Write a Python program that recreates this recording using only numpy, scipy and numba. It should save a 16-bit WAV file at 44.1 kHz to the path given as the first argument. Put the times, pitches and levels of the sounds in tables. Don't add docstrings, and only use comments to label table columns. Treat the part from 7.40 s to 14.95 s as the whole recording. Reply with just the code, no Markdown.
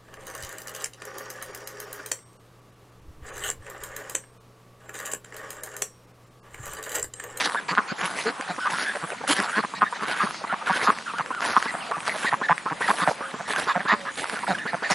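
import sys
import numpy as np
from scipy import signal
from scipy.io import wavfile
from scipy.ndimage import uniform_filter1d
from numba import njit

SR = 44100
rng = np.random.default_rng(int(sys.argv[2]) if len(sys.argv) > 2 else 0)


def how_loud(loudness_db):
    steps = np.asarray(loudness_db, float) / 20
    return 10 ** steps


def inscribe(sig):
    pcm = np.round(np.clip(np.atleast_2d(sig).T, -1, 1) * 32767)
    wavfile.write(sys.argv[1], SR, pcm.astype(np.int16))


N = 332778
LEFT_RIGHT = np.array([[1], [-1]])


@njit
def svf(x, hz, width):
    y, b, l = np.empty(len(x)), 0., 0.
    for i in range(len(x)):
        g, k = np.tan(np.pi * hz[i] / SR), width[i] / hz[i]
        v = (b + g * (x[i] - l)) / (1 + g * (g + k))
        b, l, y[i] = 2 * v - b, l + 2 * g * v, k * v
    return y


def band(x, hz, width):
    hz, width = hz + np.zeros(len(x)), width + np.zeros(len(x))
    return svf(svf(x, hz, width), hz, width)


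def modes(x, table):
    return sum((-1) ** k * how_loud(db) * band(x, hz, width) for k, (hz, width, db) in enumerate(table))


def unit(x):
    return x / np.sqrt(np.mean(x ** 2) + 1e-18)


def peak_to(x, db):
    return x * how_loud(db) / np.sqrt(uniform_filter1d(x ** 2, size=350).max() + 1e-18)


def walk(rate_hz):
    hold = int(SR / rate_hz)
    steps = np.repeat(rng.standard_normal(N // hold + 1), hold)
    return 1.7 * uniform_filter1d(uniform_filter1d(steps, hold), hold)[:N]


def arch(size, skew, power):
    return abs(np.sin(np.pi * np.linspace(0, 1, size) ** skew)) ** power


def add(out, piece, s):
    i = int(s * SR)
    out[i:i + len(piece)] += piece[:N - i]


def flaps(hz, jitter, scatter_db, since=0):
    turns = np.cumsum(hz * np.exp(jitter * walk(150))) / SR
    turns = turns - turns[since]
    flap = np.diff(np.floor(turns), prepend=0) > 0
    return unit(flap * how_loud(scatter_db * rng.standard_normal(N))), turns % 1


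def drake():
    # (start [s], length [s], hiss [dB], throat [dB], fade over the rasp [dB])
    rasps = [(0, 0.24, -41.5, -25, -11.5), (0.581, 0.63, -34.5, -25.5, -34), (1.298, 0.45, -38, -27.5, -21),
             (1.875, 0.07, -30.5, -24.5, 8.5), (1.942, 0.28, -40, -28.5, -5), (2.606, 0.36, -42, -30, -3.5),
             (3.258, 0.31, -42, -27, -5), (4.014, 0.43, -30.5, -19.5, -33), (4.65, 0.43, -37, -25.5, -17.5),
             (5.4, 0.36, -45.5, -34.5, 4), (6.077, 0.25, -42, -30, -3), (6.769, 0.27, -41.5, -31.5, -3),
             (7.046, 0.16, -50, -45, 7.5), (7.498, 0.11, -39.5, -24.5, 9)]
    # (centre [Hz], width [Hz], level [dB])
    throat_modes = [(487, 1450, -2), (1100, 590, 2.5), (1650, 770, 1), (3100, 4060, -8), (4200, 2830, -4)]
    # (centre [Hz], width [Hz], level [dB])
    hiss_modes = [(4900, 6800, 3), (10440, 4200, 5.5)]
    throat_wander = .1
    clicks, phase = flaps(130 + np.zeros(N), jitter=.6, scatter_db=3.5)
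    air = rng.standard_normal((2, N)) * (.5 + np.exp(-phase / .3)) * how_loud(3 * walk(45))
    throat_gain, hiss_gain = np.zeros((2, N))
    for s, length_s, hiss_db, throat_db, fade_db in rasps:
        size = int(length_s * SR)
        push = arch(size, .55, .45) * how_loud(np.linspace(0, fade_db, size))
        add(throat_gain, how_loud(throat_db) * push, s)
        add(hiss_gain, how_loud(hiss_db) * push, s)
    drifting = [(hz * np.exp(throat_wander * walk(30)), width_hz, db + 2 * walk(35))
                for hz, width_hz, db in throat_modes]
    rasp = unit(modes(air[0] + .28 * unit(band(clicks, 1400., 2000.)), drifting))
    hiss = unit(modes(air[1] + .04 * clicks, hiss_modes))
    return throat_gain * rasp, hiss_gain * hiss


def yard():
    # (frequency [Hz], density [dB per Hz])
    spectrum = [(18, -63), (30, 5), (81, -24), (189, 6.5), (353, -3.5), (1190, 5), (1530, 1.5),
                (7530, -15.5), (9900, -10), (11500, -39), (15000, -75), (22000, -120)]
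    level_db = -40
    out = 0
    point_hz, point_db = np.transpose(spectrum)
    for hz in 35 * 2 ** np.arange(0, 8.6, .5):
        mid, side = (unit(band(rng.standard_normal(N), hz, hz / 1.65)) for _ in range(2))
        density_db = np.interp(np.log(hz), np.log(point_hz), point_db)
        db = density_db + 10 * np.log10(hz) + 2.8 * walk(12)
        out = out + how_loud(db) * (mid + 0.48 / (1 + hz / 3000) * side * LEFT_RIGHT)
    return unit(out) * how_loud(level_db)


def throat(drive, voiced, table, breathy_width, voiced_width, skew, overtone_db, purity):
    out, tail = np.zeros(N), 500
    for s, length_s, db, start_hz, end_hz in table:
        i, size = int(s * SR), int(length_s * SR)
        puff = drive[i:i + size] * arch(size, skew, 0.34)[:N - i]
        puff = np.append(puff, np.zeros(tail))
        hz = np.interp(np.arange(len(puff)), [.1 * size, .9 * size], [start_hz, end_hz])
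        voicing = np.append(voiced[i:i + size], np.zeros(tail) + voiced[i])
        width = breathy_width + (voiced_width - breathy_width) * voicing
        if length_s < .062:
            whistle = np.sin(2 * np.pi * np.cumsum(hz) / SR)
            whistle += .5 * np.sin(2 * np.pi * np.cumsum(2.15 * hz) / SR)
            swell = arch(size, skew, 1)[:N - i] * (1 - voiced[i:i + size])
            puff[:-tail] += purity * whistle[:-tail] * swell
        ring = band(puff, hz, width) + how_loud(overtone_db) * band(puff, 2.1 * hz, width)
        add(out, peak_to(ring, db), s)
    return out


def far_flock(count, mean_db):
    draw = rng.random((count, 5)).T
    start_s, length_s = 7.4 * draw[0], .008 + .04 * draw[1]
    start_hz = 550 * 4 ** draw[3]
    end_hz = start_hz * (.7 + .6 * draw[4])
    calls = np.transpose([start_s, length_s, mean_db + 9 * draw[2], start_hz, end_hz])
    rasp = flaps(140 + np.zeros(N), jitter=.3, scatter_db=4)[0] + .7 * rng.standard_normal(N)
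    ticks = (rng.random(N) < 6 / SR) * how_loud(4 * rng.standard_normal(N))
    voices = throat(rasp, np.zeros(N), calls, 450., 450., .7, -8, .05)
    return voices + how_loud(-22) * band(ticks, 2600., 4500.)


def bill_snaps():
    # (time [s], peak [dB], ring [Hz])
    snaps = [(0.0972, -15, 1730), (0.146, -18, 1530), (0.3514, -14.5, 1560), (0.587, -23, 1590),
             (0.614, -13.5, 1600), (0.712, -19, 1220), (1.0105, -13, 1660), (1.0475, -24, 1630),
             (1.1638, -23, 1780), (1.269, -16, 1250), (1.3853, -10.5, 1410), (1.5574, -16, 1510),
             (1.7035, -17.5, 1540), (1.8936, -14, 1600), (1.9153, -9, 3030), (1.9669, -16, 1580),
             (2.0013, -6.5, 1590), (2.9087, -14, 1280), (2.945, -19, 1200), (3.1862, -30, 2050),
             (3.328, -13.5, 1480), (3.5866, -16.5, 1830), (3.611, -26, 1460), (3.6246, -26, 1500),
             (3.675, -26, 1390), (3.7842, -16, 1290), (3.8611, -19.5, 1550), (3.9488, -16.5, 1320),
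             (4.0063, -12, 1230), (4.0257, -22, 1450), (4.1062, -15, 1320), (4.1433, -16, 1270),
             (4.1942, -28, 1320), (4.2028, -19, 1660), (4.2261, -8.5, 1550), (4.5134, -14, 1250),
             (4.6048, -20, 2420), (4.631, -22, 1430), (4.6543, -20, 1192), (4.6788, -8, 1270),
             (4.754, -28, 1210), (4.885, -17, 1940), (5.1798, -13.5, 1940), (5.422, -15, 1930),
             (5.5134, -11, 1220), (5.627, -14, 1390), (6.1356, -12, 1690), (6.1617, -8, 1630),
             (6.3936, -29, 1230), (6.491, -11, 1860), (6.526, -13, 1310), (6.7565, -27, 4000),
             (6.8427, -10.5, 1410), (6.8973, -13, 1640), (6.9654, -23, 1360), (6.9908, -17, 1380),
             (7.077, -18, 1490), (7.5154, -18, 1650)]
    decay_s, crack_share = 0.00071, 0.27
    out, t = np.zeros(N), np.arange(300) / SR
    for s, db, hz in snaps:
        crack = unit(band(rng.standard_normal(len(t)), 2670.0, 5400.0))
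        ring = np.sin(2 * np.pi * hz * t)
        add(out, how_loud(db) * np.exp(-t / decay_s) * (ring + crack_share * crack), s)
    return out - band(out, 135.0, 1260.0)


def score():
    # (start [s], throat [dB], chest [dB], peep [dB], peep top [Hz])
    clucks = [(0.144, -23, -34, -26.5, 1723), (.283, -25.5, -40, -41, 1970), (0.995, -35, -34.5, -44, 1600),
              (1.179, -31, -36.5, -30.5, 1550), (1.806, -36, -37, -42, 1610), (2.334, -27, -42, -38, 1960),
              (2.523, -25.5, -40.5, -37.5, 1892), (3.036, -26.5, -37.5, -45, 1500),
              (3.388, -30, -41, -30, 2145), (3.903, -24.5, -38, -31, 1503), (4.254, -27, -33, -29, 2053),
              (4.841, -23.5, -33, -22, 1934), (5.011, -23.5, -33, -26.5, 1830),
              (5.255, -24, -33, -31, 1347), (5.405, -25, -32.5, -25.5, 1996), (5.59, -27, -40, -27.5, 1895),
              (5.803, -30.5, -38.5, -32, 1317), (6.267, -29, -34.5, -26, 1750),
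              (6.45, -29, -33.5, -28.5, 1695), (3.733, -29, -40, -34, 1474),
              (4.512, -22.5, -31, -27.5, 1225), (5.937, -32.5, -32, -51, 1270),
              (7.252, -31.5, -32, -28.5, 1885), (7.42, -31, -33.5, -25, 1900)]
    # (start [s], length [s], throat [dB], chest [dB], pulse rate [Hz])
    open_quacks = [(0.294, 0.054, -27.5, -36, 177.3), (0.368, 0.03, -18, -31, 204.9),
                   (0.61, 0.057, -28, -38.5, 193.8), (1.618, 0.037, -30.5, -37, 155.6),
                   (2.155, 0.059, -23.5, -29.5, 201.8), (2.412, 0.03, -14, -32, 210),
                   (2.603, 0.049, -28, -37.5, 212.6), (2.819, 0.04, -34, -30.5, 200.3),
                   (3.468, 0.044, -13.5, -28.5, 220.5), (4.075, 0.045, -33, -52, 201.2),
                   (4.158, 0.023, -11.5, -30.5, 198.4), (5.605, 0.041, -22, -35, 178.3),
                   (6.084, 0.033, -31.5, -37.5, 212)]
    # (start [s], length [s], throat [dB], chest [dB], pulse rate [Hz])
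    opening_quacks = [(1.288, 0.074, -28, -44.5, 173.7), (1.874, 0.046, -25.5, -30.5, 262.7),
                      (1.972, 0.05, -27, -31.5, 197.6), (2.231, 0.023, -24.5, -36, 197.3),
                      (3.119, 0.026, -22.5, -36, 188.6), (3.29, 0.032, -17.5, -32.5, 194.6),
                      (3.788, 0.028, -26, -39, 166), (4.559, 0.034, -30.5, -43, 159.7),
                      (4.92, 0.028, -17.5, -37, 171.2), (5.089, 0.043, -13, -33, 169.6),
                      (5.302, 0.032, -25.5, -36.5, 161.4), (5.481, 0.038, -14.5, -31, 210.9),
                      (6.512, 0.041, -21.5, -28.5, 207)]
    # (start [s], length [s], throat [dB], chest [dB], pulse rate [Hz])
    closing_quacks = [(.506, 0.022, -47, -32, 177), (.84, 0.08, -33, -30.5, 222.5),
                      (1.081, 0.043, -27.5, -36.5, 177.8), (4.332, 0.023, -27.5, -41.5, 189.5),
                      (4.674, 0.024, -29, -39, 203.2), (4.735, 0.031, -29.5, -41, 210.6),
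                      (5.529, 0.023, -33, -41, 234), (5.667, 0.03, -16, -31.5, 167.9),
                      (5.989, 0.028, -29.5, -41, 185), (6.173, 0.027, -27, -40, 188.8),
                      (6.347, 0.034, -19.5, -32, 181.2), (6.382, 0.037, -31, -38, 203),
                      (6.914, 0.037, -34, -35.5, 226.6), (7.071, 0.067, -20.5, -30.5, 177.7),
                      (7.325, 0.028, -23, -34.5, 176.8), (7.495, 0.031, -21, -31, 193)]
    # (lower from [Hz], lower to [Hz], upper from [Hz], upper to [Hz],
    # upper relative to lower [dB])
    bill_motion = [
        (1120, 1170, 1390, 1380, -19.5),
        (770, 1154, 1560, 1550, -6),
        (757, 636, 1790, 1290, -6.5),
    ]
    # (lead [s], level [dB], from [Hz])
    swoop_starts = [
        (.003, -6, 1550),
        (.005, -5, 1900),
        (.005, -7, 1800),
    ]
    # (start [s], length [s], peak [dB], starting pitch [Hz])
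    low_puffs = [(1.251, 0.031, -20, 1100), (1.548, 0.025, -29.5, 590), (1.718, 0.016, -32, 545),
                 (1.834, 0.015, -28.5, 647), (2.048, 0.056, -28.5, 1210), (2.796, 0.036, -19, 1160),
                 (2.861, 0.016, -25.5, 1070), (4.047, 0.016, -26, 935), (4.492, 0.032, -28, 585),
                 (6.838, 0.0084, -34.5, 1050), (5.267, 0.02, -28, 1026), (5.706, 0.012, -23, 664),
                 (7.028, 0.022, -26.5, 970), (6.136, 0.028, -30, 1030), (6.282, 0.042, -19.5, 1090),
                 (6.479, 0.061, -19, 1080), (7.428, 0.056, -32.5, 730), (0.399, 0.0094, -27, 1110),
                 (3.21, 0.02, -31.5, 1020), (3.43, 0.058, -25, 1100), (6.649, 0.048, -29.5, 1150)]
    # (start [s], length [s], peak [dB], starting pitch [Hz])
    high_puffs = [(0.482, 0.034, -31, 1424), (.577, 0.21, -29.5, 1460), (.844, 0.068, -31, 1460),
                  (1.227, 0.059, -26, 1448), (1.335, 0.12, -29.5, 1370), (1.442, 0.089, -25.5, 1620),
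                  (1.956, 0.036, -25, 1625), (2.443, 0.045, -28, 1703), (2.651, 0.14, -30.5, 1440),
                  (2.793, 0.051, -25, 1550), (3.09, 0.037, -26.5, 1353), (3.322, 0.033, -24, 1457),
                  (3.351, 0.03, -26.5, 1510), (4.016, 0.1, -29, 1380), (4.69, 0.04, -24.5, 1961),
                  (4.819, 0.026, -34, 1500), (4.911, 0.049, -41, 1790), (6.154, 0.024, -28, 1530),
                  (6.653, 0.061, -29.5, 1566), (7.177, 0.073, -31.5, 1680), (2.124, 0.068, -19.5, 1520),
                  (5.821, 0.069, -32, 1450), (6.485, 0.048, -18.5, 1776), (0.378, 0.013, -15, 1400),
                  (.285, 0.034, -26.5, 1700), (4.1, 0.023, -35, 1280)]
    # (start [s], length [s], peak [dB], starting pitch [Hz])
    falling_puffs = [(1.709, 0.024, -37, 2910), (3.262, 0.034, -23.5, 1604), (3.657, 0.064, -27.5, 1480),
                     (3.953, 0.059, -30.5, 1507), (3.785, 0.0255, -25, 1446), (5.97, 0.0294, -41, 1224),
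                     (4.399, 0.045, -40.5, 3100), (6.048, 0.16, -25, 1870), (6.392, 0.034, -28, 1880),
                     (6.952, 0.0332, -32, 1690), (7.142, 0.023, -26.5, 1800), (7.182, 0.02, -37, 3070),
                     (7.438, 0.02, -37, 3006)]
    cluck_s, cluck_pulse_hz, cluck_from_hz, cluck_to_hz = 0.0145, 226.3, 1020, 1070
    peep_lag_s, peep_rise_s, peep_crest_s, peep_rise_db = 0.0088, 0.023, 0.034, -1.5
    peep_start_share, peep_end_share = .72, .93
    voice_lag_s = .008
    ring_lag_s = 0.00326
    swoop_s, swoop_to_hz = .017, 800
    low_rise, high_rise, fall = 1.07, 1.05, .78

    grunts, lower, upper, glides, swoops = [], [], [], [], []
    for s, throat_db, chest_db, peep_db, top_hz in clucks:
        grunts.append((s, cluck_s, chest_db, cluck_pulse_hz))
        lower.append((s, cluck_s, throat_db, cluck_from_hz, cluck_to_hz))
        rise_db = peep_db + peep_rise_db
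        glides.append((s + peep_lag_s, peep_rise_s, rise_db, peep_start_share * top_hz, top_hz))
        glides.append((s + peep_rise_s, peep_crest_s, peep_db, top_hz, peep_end_share * top_hz))
    groups = (open_quacks, opening_quacks, closing_quacks)
    for quacks, motion, swoop in zip(groups, bill_motion, swoop_starts):
        low_from, low_to, high_from, high_to, below_db = motion
        lead_s, swoop_db, swoop_hz = swoop
        for s, length_s, db, chest_db, pulse_hz in quacks:
            grunts.append((s + voice_lag_s, length_s - voice_lag_s / 2, chest_db, pulse_hz))
            ring_s, ring_length_s = s + ring_lag_s, length_s - ring_lag_s
            lower.append((ring_s, ring_length_s, db, low_from, low_to))
            upper.append((ring_s, ring_length_s, db + below_db, high_from, high_to))
            swoops.append((s - lead_s, swoop_s, db + swoop_db, swoop_hz, swoop_to_hz))
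    puff_sets = ((lower, low_puffs, low_rise), (upper, high_puffs, high_rise), (glides, falling_puffs, fall))
    for rings, puffs, glide in puff_sets:
        rings.extend((s, length_s, db, hz, glide * hz) for s, length_s, db, hz in puffs)
    return sorted(grunts), lower, upper, glides, swoops


def syrinx(grunts):
    flap_soft_hz = 2350
    table = np.array(grunts)
    last = np.clip(np.searchsorted(table[:, 0] - .006, np.arange(N) / SR) - 1, 0, None)
    grunt_start = np.searchsorted(last, last)
    clicks, phase = flaps(table[last, 3], jitter=.05, scatter_db=2.4, since=grunt_start)
    soften = signal.butter(2, flap_soft_hz, fs=SR, output="sos")
    clicks = unit(signal.sosfilt(soften, clicks))
    tone = np.sin(2 * np.pi * phase) + 0.067 * np.sin(4 * np.pi * phase)
    tone += .6 * unit(band(clicks, 430., 300.))
    tone += .04 * unit(band(clicks + rng.standard_normal(N), 100., 150.))
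    tone += 0.45 * unit(band(clicks + rng.standard_normal(N), 286.0, 104.0))
    tone += .5 * unit(band(clicks, 1310.0, 540.0))
    voiced, chest = np.zeros(N), np.zeros(N)
    for s, length_s, db, _ in grunts:
        i, size = int(s * SR), int(length_s * SR)
        add(chest, how_loud(db + 6) * arch(size, 0.84, 1.5) * tone[i:i + size], s)
        add(voiced, arch(size + 700, 0.92, 1.0), max(s - .008, 0))
    voiced = np.clip(voiced, 0, 1)
    breath = rng.standard_normal(N) * (1 - voiced * (1 - .5 * np.exp(-phase / .4)))
    flutter = flaps(90 + np.zeros(N), jitter=.35, scatter_db=4)[0]
    return voiced * clicks + breath + .45 * (1 - voiced) * flutter, chest, voiced


def chatter():
    # (start [s], length [s], level [dB], strongest high mode [Hz])
    nasal_quacks = [(0.282, 0.041, -30.5, 4500), (0.476, 0.056, -36, 4300), (0.855, 0.054, -33, 4130),
                    (1.888, 0.046, -24, 2980), (5.026, .04, -44, 3900), (7.077, .055, -36, 3730),
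                    (4.277, 0.022, -40, 4200), (5.6, 0.048, -34.5, 3500), (2.158, 0.057, -36.5, 4187),
                    (2.349, 0.045, -38.5, 3860), (2.807, 0.049, -36, 4500), (3.412, 0.095, -38, 3700),
                    (4.421, 0.084, -40.5, 1260), (4.854, 0.042, -34, 3750), (6.275, 0.056, -36.5, 3460),
                    (6.48, 0.066, -33, 3500), (7.269, 0.045, -42, 4200), (7.427, 0.07, -38, 4370),
                    (1.08, .045, -39, 3800), (1.199, .06, -42, 5260), (2.55, 0.031, -43, 3880),
                    (2.76, 0.011, -51, 4500)]
    # (centre [Hz], width [Hz], level [dB])
    bill_modes = [(2300, 1100, 3), (4500, 1500, -3), (7000, 1500, -10)]
    grunts, lower, upper, glides, swoops = score()
    drive, chest, voiced = syrinx(grunts)
    unvoiced = np.zeros(N)
    out = chest + throat(drive, voiced, lower, 430., 330., .85, -20, .014)
    out += throat(drive, voiced, upper, 270., 520., .8, -16, .12)
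    out += throat(drive, unvoiced, glides, 350., 350., .9, -13, .27)
    out += throat(drive, unvoiced, swoops, 520., 520., .8, -20, .15)
    for s, length_s, db, hz in nasal_quacks:
        i, size = int(s * SR), int(length_s * SR)
        puff = 0.06 * drive[i:i + size] + rng.standard_normal(size)
        puff = puff * arch(size, 1.0, 0.065)
        add(out, peak_to(modes(puff, bill_modes) + 1.93 * band(puff, hz, 610.0), db), s)
    return out


def hen():
    # (start [s], length [s], level [dB], from [Hz], to [Hz])
    croons = [
        (.855, .052, -27, 447, 440),
        (4.97, .1, -44, 560, 550),
        (5.72, .3, -46, 560, 530),
        (6.53, .22, -44, 590, 530),
        (.858, .045, -37, 670, 660),
        (.86, .04, -35, 894, 880),
    ]
    out = np.zeros(N)
    for s, length_s, db, start_hz, end_hz in croons:
        size = int(length_s * SR)
        hz = np.linspace(start_hz, end_hz, size) * (1 + 0.0051 * walk(39)[:size])
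        gain = how_loud(db + 2 * walk(31)[:size]) * arch(size, 0.45, 0.48)
        add(out, gain * np.sin(2 * np.pi * np.cumsum(hz) / SR), s)
    return out


def scene():
    # (time [s], left minus right [dB])
    pan = [
        (0, -.3),
        (5.6, -.5),
        (6.2, -1.3),
        (7.55, -1.4),
    ]
    # (delay [s], level [dB], side -1..1)
    echoes = [
        (.0041, -18, .8),
        (.017, -21, -1),
        (.036, -24, 1),
    ]
    # (centre [Hz], width [Hz], share per dB of pan)
    body_side = (650, 1400, 0.1)
    # (centre [Hz], width [Hz], share)
    spread = [(346, 220, 0.48), (5100, 1900, 0.24)]
    rasp, hiss = drake()
    birds = chatter() + rasp + hen() + bill_snaps() + far_flock(count=200, mean_db=-47)
    pan_db = np.interp(np.arange(N) / SR, *np.transpose(pan))
    out = (birds + hiss) * how_loud(np.array([pan_db, -pan_db]) / 2)
    for s, db, side in echoes:
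        late = np.append(np.zeros(int(s * SR)), birds)[:N] * how_loud(db)
        out += late * np.array([[1 + side], [1 - side]]) / 2
    body_hz, body_width_hz, share_per_db = body_side
    out += share_per_db * pan_db * band(birds, body_hz, body_width_hz) * LEFT_RIGHT
    scatter = band(np.roll(hiss, int(.003 * SR)), 9900., 1700.)
    spread_modes = [(hz, width_hz, 20 * np.log10(share)) for hz, width_hz, share in spread]
    scatter += how_loud(-3.5 + 6.1 * walk(6)) * modes(np.roll(birds, int(.002 * SR)), spread_modes)
    return out + .65 * scatter * LEFT_RIGHT + yard()


def narrow_top(x):
    side = (x[0] - x[1]) / 2
    low_pass = signal.butter(8, 10700, fs=SR, output="sos")
    return x + (signal.sosfiltfilt(low_pass, side) - side) * LEFT_RIGHT


def patchy(x, from_hz, patchy_db):
    # (start [s], length [s], from [Hz], to [Hz])
    dropouts = [
        (.47, .18, 7600, 10000),
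        (1.38, .08, 7000, 8600),
        (2.82, .07, 7200, 8000),
        (3.73, .05, 7200, 8400),
        (3.79, .06, 5200, 5800),
        (4.06, .085, 6900, 9000),
        (6.47, .08, 7800, 9600),
    ]
    hz, s, cells = signal.stft(x, SR, nperseg=1024)
    draw = rng.standard_normal((130, cells.shape[2] // 2 + 1))
    draw = np.repeat(np.repeat(draw, 4, axis=0), 3, axis=1)[:len(hz), :cells.shape[2]]
    for start_s, length_s, low_hz, high_hz in dropouts:
        inside_band = (hz > low_hz) & (hz < high_hz)
        inside_time = (s > start_s) & (s < start_s + length_s)
        draw[np.ix_(inside_band, inside_time)] -= 2
    depth = np.clip(hz / from_hz - 1, 0, 1)[:, None]
    gain = how_loud(patchy_db * depth * np.minimum(draw, .4 * draw))
    return signal.istft(cells * gain, SR, nperseg=1024)[1][:, :N]


def top_cut(x):
    return signal.sosfilt(signal.butter(12, 11900, fs=SR, output="sos"), x)


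def record(dry):
    rounded = np.tanh(dry / 0.93) * 0.97
    thin = signal.sosfilt(signal.butter(3, 65, "high", fs=SR, output="sos"), rounded)
    thin = patchy(narrow_top(thin), from_hz=3500., patchy_db=10)
    mix = signal.sosfilt(signal.ellip(10, .3, 70, 11120, fs=SR, output="sos"), thin)
    return top_cut(mix)


dry = scene()
out = record(dry)
inscribe(out)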